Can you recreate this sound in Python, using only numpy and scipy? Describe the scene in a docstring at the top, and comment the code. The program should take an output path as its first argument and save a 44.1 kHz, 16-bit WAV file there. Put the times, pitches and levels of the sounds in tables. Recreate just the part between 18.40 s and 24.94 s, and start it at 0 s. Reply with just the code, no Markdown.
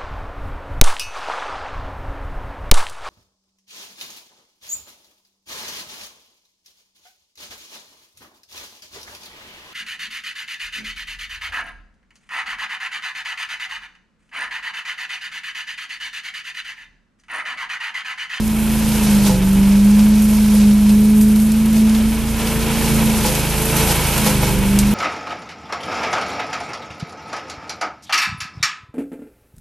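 """Outdoors, an engine-driven vacuum loader sucks leaves up a wide hose.
A four-blade fan on the engine shaft sings as its blades pass, and its pitch sags when clumps load it.
The exhaust thuds and growls below, air and leaves rush in the hose, clumps knock the steel housing
and twigs tick on the nozzle. Wind buffets the microphone in the background."""
import sys
import numpy as np
from scipy import signal
from scipy.fft import rfft, irfft, next_fast_len
from scipy.io import wavfile

SR = 44100
rng = np.random.default_rng(int(sys.argv[2]) if len(sys.argv) > 2 else 0)


def inscribe(sig):
    """Save sig as 16-bit PCM at rate SR to the path in sys.argv[1].

    A 1-D sig is mono; a 2-D sig holds one channel per row.
    Samples are clipped to [-1, 1] before scaling.
    """
    pcm = np.round(np.clip(np.atleast_2d(sig).T, -1, 1) * 32767)
    wavfile.write(sys.argv[1], SR, pcm.astype(np.int16))


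N = 288414


def amp(db):
    """Turn decibels into a number to multiply by."""
    return 10 ** (np.asarray(db) / 20)


def rms_one(x):
    """Scale a signal to an average strength (rms) of 1."""
    return x / np.sqrt(np.mean(x ** 2) + 1e-20)


def in_time(rows):
    """Join a table's points with straight lines: one curve for each column after the time."""
    times, *columns = np.transpose(rows)
    return [np.interp(np.arange(N) / SR, times, column) for column in columns]


def at_hz(points, hz):
    """Read a table at any pitch, giving each octave equal room."""
    pitches, values = np.transpose(points)
    return np.interp(np.log(hz), np.log(pitches), values)


def drift(rate_hz):
    """A smooth random wander of about 1 either way; a higher rate moves faster."""
    step = 40   # samples between points
    keep = np.exp(-2 * np.pi * step * rate_hz / SR)
    noise = rng.standard_normal(N // step + 2002)
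    slow = signal.lfilter([1], [1, -2 * keep, keep * keep], noise)[2000:]   # skip the warm-up
    return np.interp(np.arange(N) / step, np.arange(len(slow)), rms_one(slow))


# How alike the two ears are (1 is the same): pitch_hz, likeness
EAR_LIKENESS = [(100, 1), (500, 0.98), (1000, 0.98), (2300, 1), (4300, 0.82), (8000, 0.6), (13000, 0.51)]
# How much louder the left ear is: pitch_hz, left_minus_right_db
EAR_BALANCE = [(30, -12), (200, -2), (1000, 0), (4000, -0.6), (10000, -2.5)]
# How far the left ear's wave runs ahead: pitch_hz, lead_radians
EAR_LEAD = [(100, 0.22), (6000, 0.08), (12600, 0.75), (14700, 0.65)]
def fluttering_noise(spectrum, flutter_db, rate_hz, unrelated=False):
    """Stereo noise shaped by a spectrum, its level fluttering; unrelated gives each ear its own."""
    white = rng.standard_normal((2, N)) * amp(flutter_db * drift(rate_hz))
    size = next_fast_len(N, real=True)
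    hz = np.maximum(np.fft.rfftfreq(size, 1 / SR), 1)
    mid, side = rfft(white, size)
    left_right = np.array([[1], [-1]])
    alike = 0 if unrelated else at_hz(EAR_LIKENESS, hz)
    ears = np.sqrt(1 + alike) * mid + np.sqrt(1 - alike) * side * left_right
    balance = amp(at_hz(EAR_BALANCE, hz) / 2 * left_right)
    lead = np.exp(.5j * at_hz(EAR_LEAD, hz) * left_right)
    inside = (hz > spectrum[0][0]) & (hz < spectrum[-1][0])
    colour = inside * amp(at_hz(spectrum, hz))
    return rms_one(irfft(ears * balance * lead * colour, size)[:, :N])


# How strong the wind is: time_s, level_db
WIND_LEVELS = [(0, -31), (.9, -32), (1.6, -32), (2.0, -39), (3.3, -41), (4.0, -33), (4.8, -27), (5.4, -38),
               (6.2, -29), (6.54, -31)]
# The wind's low tone colour: pitch_hz, level_db
WIND_SPECTRUM = [(15, -16), (25, -32), (50, 4), (170, -4), (250, -4), (400, -17), (700, -37)]
def wind():
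    """Wind on the microphone makes lumpy low noise, different in each ear."""
    gusts = amp(in_time(WIND_LEVELS)[0] + 2 * drift(3.7))
    return gusts * fluttering_noise(WIND_SPECTRUM, flutter_db=1, rate_hz=18, unrelated=True)


# Twigs hitting the nozzle: start_s, relative_level_db, pitch_hz, fade_s (time to drop 60 dB)
TWIG_HITS = [(0.0772, -18, 11500, .05), (0.3172, -18, 11800, .05), (0.4894, -16, 11500, .05),
             (1.1293, -16.5, 12530, .05), (1.5928, -18, 4510, 0.15), (1.8205, -17, 11200, .1),
             (1.9345, -18, 11200, .05), (2.4937, -17.5, 4660, 0.067), (2.811, -12.5, 11400, 0.14),
             (2.9604, -17, 11000, .07), (2.9996, -15, 12100, .05), (3.119, -14.5, 8600, 0.03),
             (3.258, -18, 10000, .06), (3.3282, -18, 12500, .08), (3.495, -18, 5000, .06),
             (3.5488, -18, 3100, 0.079), (4.0719, -16, 3600, .05), (4.9516, -12, 9240, .05),
             (5.3676, -8, 12600, .06), (5.779, -8.5, 10110, 0.059), (6.3884, -6, 7050, 0.12),
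             (6.4693, -17, 7100, .05)]
def twig_ticks():
    """Each twig gives a sharp crack, then a bright crunch around its pitch that dies fast."""
    out = np.zeros((2, N))
    for start_s, level_db, pitch_hz, fade_s in TWIG_HITS:
        start = round(start_s * SR)
        t = np.arange(min(SR // 4, N - start)) / SR
        shared, own = rng.standard_normal((2, 2, SR // 4))[..., :len(t)]
        edges_hz = [pitch_hz / 1.6, min(pitch_hz * 1.6, .45 * SR)]
        band = signal.butter(1, edges_hz, "band", fs=SR, output="sos")
        noise = rms_one(signal.sosfilt(band, shared[0] + .21 * own))   # nearly alike in both ears
        crack = .66 * np.exp(-t / .002)
        crunch = .78 * amp(-60 * t / fade_s)
        out[:, start:start + len(t)] += amp(level_db - 8) * (crack + crunch) * noise
    return out


# Gulps of leaves: peak_s, swell_db, rise_s
LEAF_GULPS = [(.55, 2, .04), (.71, 1, 0.058), (.87, 8, 0.039), (2.16, 2, 0.06), (2.5, 2.5, 0.095),
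              (3.37, 5, 0.053), (3.57, 2, .06), (4.0, 3.5, 0.037), (4.08, 3, 0.018), (4.48, 3, 0.14),
              (4.86, 6.5, 0.036), (4.95, 3, 0.015), (5.39, 5.5, .04), (5.5, 6.5, 0.034), (5.79, 3, 0.11),
              (5.87, 9.5, 0.036), (6.05, 4, .05)]
def gulp_swell_db(fall_s=.065):
    """Each gulp briefly lifts the level: it rises in its own time, and all take fall_s to drop."""
    t = np.arange(N) / SR
    return sum(np.interp(t, [peak_s - rise_s, peak_s, peak_s + fall_s], [0, swell_db, 0])
               for peak_s, swell_db, rise_s in LEAF_GULPS)


# The flow in the hose, before gulps are added: time_s, roar_db, rush_db, scrape_db
HOSE_FLOW = [(0, -35, -38, -35.5), (.14, -31, -39, -31), (.7, -26.5, -30, -28), (.92, -29.5, -32.5, -32),
             (1.0, -30, -36.5, -33), (1.1, -30.5, -36.5, -32), (1.78, -31.5, -34, -34),
             (1.84, -31, -35, -29), (2.2, -31, -33, -32.5), (2.4, -33.5, -36.5, -33.5),
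             (3.02, -34, -38.5, -31.5), (3.2, -33, -38, -34.5), (3.9, -30, -35.5, -33),
             (4.1, -26.5, -32.5, -30.5), (4.5, -25, -30, -27), (5.08, -26, -31, -27),
             (5.45, -22.5, -28.5, -24.5), (5.75, -22.5, -29.5, -25.5), (5.97, -25.5, -31.5, -28),
             (6.54, -28, -34.5, -32.5)]
# Tone colour of the roaring air: pitch_hz, level_db
AIR_ROAR = [(120, 7.5), (250, -5), (420, -1.5), (520, -0.5), (720, -4.5), (870, -1.5), (1000, -1.5),
            (1150, -8), (1350, -5), (2000, -8), (2250, -5.5), (2700, -5.5), (3300, -9), (4500, -18.5)]
# Tone colour of the rushing leaves: pitch_hz, level_db
LEAF_RUSH = [(1500, -40), (3000, -4), (4000, 2), (5000, 2.5), (6300, 2), (7500, 0), (10000, -4.5),
             (14600, -30.5)]
# Tone colour of the scraping at the nozzle: pitch_hz, level_db
NOZZLE_SCRAPE = [(5000, -9), (7500, -4), (8100, -2), (8300, 2), (8500, -1.5), (9500, 2), (10500, 1),
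                 (11300, 3.5), (11800, 2.5), (13000, 0), (14500, -4.5)]
# Tone colour of the rumble underneath: pitch_hz, level_db
LOW_RUMBLE = [(20, -62), (60, -7), (100, 1.5), (200, -2), (260, -5), (500, -21)]
def hose(cycle):
    """Air and leaves pour up the hose; the roar and rush throb with each firing and shaft turn."""
    roar_db, rush_db, scrape_db = in_time(HOSE_FLOW) + gulp_swell_db() * [[.5], [1], [.66]]
    throb_db = .7 * np.sin(2 * cycle) + .5 * np.sin(cycle)
    rumble_db = -33.5 + .037 * (roar_db - roar_db.mean())
    roar = amp(roar_db + throb_db) * fluttering_noise(AIR_ROAR, flutter_db=.86, rate_hz=16)
    rush = amp(rush_db + throb_db) * fluttering_noise(LEAF_RUSH, flutter_db=1, rate_hz=14)
    scrape = amp(scrape_db) * fluttering_noise(NOZZLE_SCRAPE, flutter_db=1.5, rate_hz=46)
    rumble = amp(rumble_db) * fluttering_noise(LOW_RUMBLE, flutter_db=2, rate_hz=13)
    return roar + rush + scrape + rumble


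def random_clicks(length, per_second):
    """Clicks of random strength at random moments."""
    return rng.standard_normal(length) * (rng.random(length) < per_second / SR)


def ring(clicks, pitch_hz, fade_s):
    """Each click starts a pure tone that drops 60 dB in fade_s."""
    keep = amp(-60 / (fade_s * SR))
    angle = 2 * np.pi * pitch_hz / SR
    return signal.lfilter([0, np.sin(angle)], [1, -2 * keep * np.cos(angle), keep * keep], clicks + 1e-18)


# Clumps flying into the fan: start_s, relative_level_db, contact_ms (longer is duller)
CLUMP_HITS = [(0.895, 0, 0.42), (2.135, -10, 0.27), (4.07, -18, .2), (4.85, 0, .25), (5.387, -12, .2),
              (5.495, -12, .2), (5.865, 0, 0.18), (6.031, -3, 0.19)]
# The notes the steel housing rings at: pitch_hz, level_db, fade_s
STEEL_NOTES = [(200, -14, .05), (512, -18, .4), (640, -15, .05), (856, -12, .08), (950, -13, .06),
               (1290, -19, .04), (1544, -21, .04), (2240, -18, .06), (2526, -20, .05), (3100, -23, .03)]
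def housing_knocks():
    """A clump rings the steel with one hard knock and many light ones; grit pings along with the roar."""
    roar_db = in_time(HOSE_FLOW)[0] + .5 * gulp_swell_db()
    grit = amp(roar_db + 14.5) * random_clicks(N, per_second=250)
    hits = np.diff(grit, prepend=0)   # light grit hardly stirs the low notes
    t = np.arange(SR // 8) / SR
    for start_s, level_db, contact_ms in CLUMP_HITS:
        knocks = .17 * random_clicks(len(t), per_second=700) * np.exp(-t / .03)
        knocks[0] = .7   # the hard knock
        softness = np.exp(-1000 / (contact_ms * SR))
        softened = signal.lfilter([1 - softness], [1, -softness], knocks)
        hits[round(start_s * SR):][:len(t)] += amp(level_db + 1) * softened
    return sum(amp(level_db) * ring(hits, pitch_hz, fade_s) for pitch_hz, level_db, fade_s in STEEL_NOTES)


def engine_tones(cycle, tones, waver_db, slip_radians, lag_radians=0):
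    """Wavering pure tones at multiples of the firing rate; several nearly in step add up to pulses."""
    out = np.zeros(N)
    for multiple, level_db in tones:
        strength = amp(level_db + waver_db * drift(6))
        phase = multiple * cycle - lag_radians * multiple ** 2 + slip_radians * drift(2)
        out += strength * np.cos(phase)
    return out * np.sqrt(2)


# The exhaust's low tones: firing_rate_multiple, level_db
THUD_TONES = [(1, -8), (2, 0.5), (3, -7.5), (4, -12.5)]
# The exhaust's higher tones: firing_rate_multiple, level_db
GROWL_TONES = [(5, -2), (6, -3), (7, -8), (9, -16), (10, -16.5), (11, -12), (12, -33), (13, -12),
               (14, -21.5), (17, -23), (18, -18), (19, -27.5), (21, -20), (27, -27)]
def exhaust(cycle, blade_hz, free_blade_hz=220):
    """Exhaust pulses grow with the flow in the hose and as the load drags the shaft down."""
    roar_db = in_time(HOSE_FLOW)[0]
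    flow_db = roar_db - roar_db.mean()
    sag_hz = free_blade_hz - blade_hz
    thud_db = -26.5 + .2 * flow_db + .08 * sag_hz + drift(3.3)
    growl_db = -29 + .87 * flow_db + .106 * sag_hz + 1.5 * drift(2.8)
    # the lag is the muffler smearing each pulse
    thud = engine_tones(cycle, THUD_TONES, waver_db=.8, slip_radians=.2, lag_radians=.15)
    growl = engine_tones(cycle, GROWL_TONES, waver_db=1.1, slip_radians=.25, lag_radians=.15)
    return amp(thud_db) * thud + amp(growl_db) * growl


# The fan's note, changing as the nozzle is turned and covered: time_s, note_db, octave_db
FAN_LEVELS = [(0, -18, -37.5), (.35, -17.5, -56), (.62, -16, -35), (.77, -10.5, -38.5), (.9, -14, -32.5),
              (.99, -18, -34), (1.05, -13.5, -35), (1.22, -10.5, -39), (1.55, -8.5, -39),
              (1.98, -12.5, -37.5), (2.1, -11.5, -35.5), (2.3, -8, -39), (2.42, -11, -44), (2.53, -9, -36),
              (2.64, -11, -33.5), (2.8, -9, -33.5), (3.08, -12.5, -46), (3.3, -13.5, -43.5),
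              (3.43, -10, -36.5), (3.63, -14.5, -38), (3.9, -24, -38), (4.1, -23, -34),
              (4.45, -21.5, -30.5), (4.68, -14, -34), (4.9, -25.5, -33), (5.06, -32, -36.5),
              (5.25, -28.5, -31), (5.45, -28.5, -25.5), (5.61, -44, -42), (5.83, -20, -42),
              (6.05, -25, -31), (6.2, -20.5, -34), (6.36, -12.5, -36), (6.54, -14, -39.5)]
def fan(cycle):
    """Passing blades sing one note, with fainter tones at two and three times its pitch."""
    note_db, octave_db = in_time(FAN_LEVELS)
    note = engine_tones(cycle, [(8, 0)], waver_db=.4, slip_radians=.1)
    octave = engine_tones(cycle, [(16, 0)], waver_db=2, slip_radians=.44)
    top = engine_tones(cycle, [(24, -35)], waver_db=2.5, slip_radians=.4)
    return amp(note_db) * (note + top) + amp(octave_db) * octave


# How fast the blades pass, sagging under load: time_s, blade_hz
BLADE_RATE = [(0, 216), (.4, 218), (.57, 215), (.77, 204), (.88, 202), (.94, 190), (1.02, 191), (1.2, 198),
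              (1.4, 202), (1.65, 210.6), (1.98, 212), (2.25, 207.5), (2.53, 209), (2.7, 212.5), (2.97, 213),
              (3.2, 218.5), (3.55, 218), (3.85, 223), (4.4, 224), (4.8, 217.5), (4.97, 212), (5.28, 221.5),
              (5.65, 220), (5.83, 213.7), (6.05, 196.8), (6.2, 196.5), (6.54, 207)]
def scene():
    """One shaft times the fan, exhaust and hose throb; the machine sits just right of the middle."""
    blade_hz, = in_time(BLADE_RATE)
    # the firing cycle in radians: four blades and two turns make eight passes per firing
    cycle = 2 * np.pi * np.cumsum(blade_hz / 8) / SR
    machine = exhaust(cycle, blade_hz) + fan(cycle) + housing_knocks()
    return machine * amp([[-.4], [.4]]) + hose(cycle) + twig_ticks() + wind()


def record(dry):
    """Round off the loudest peaks and cut the highest treble."""
    rounded = 2 * np.tanh(dry / 2)
    treble_cut = signal.ellip(12, .5, 85, 14200, fs=SR, output="sos")
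    return signal.sosfilt(treble_cut, rounded)


dry = scene()
out = record(dry)
inscribe(out)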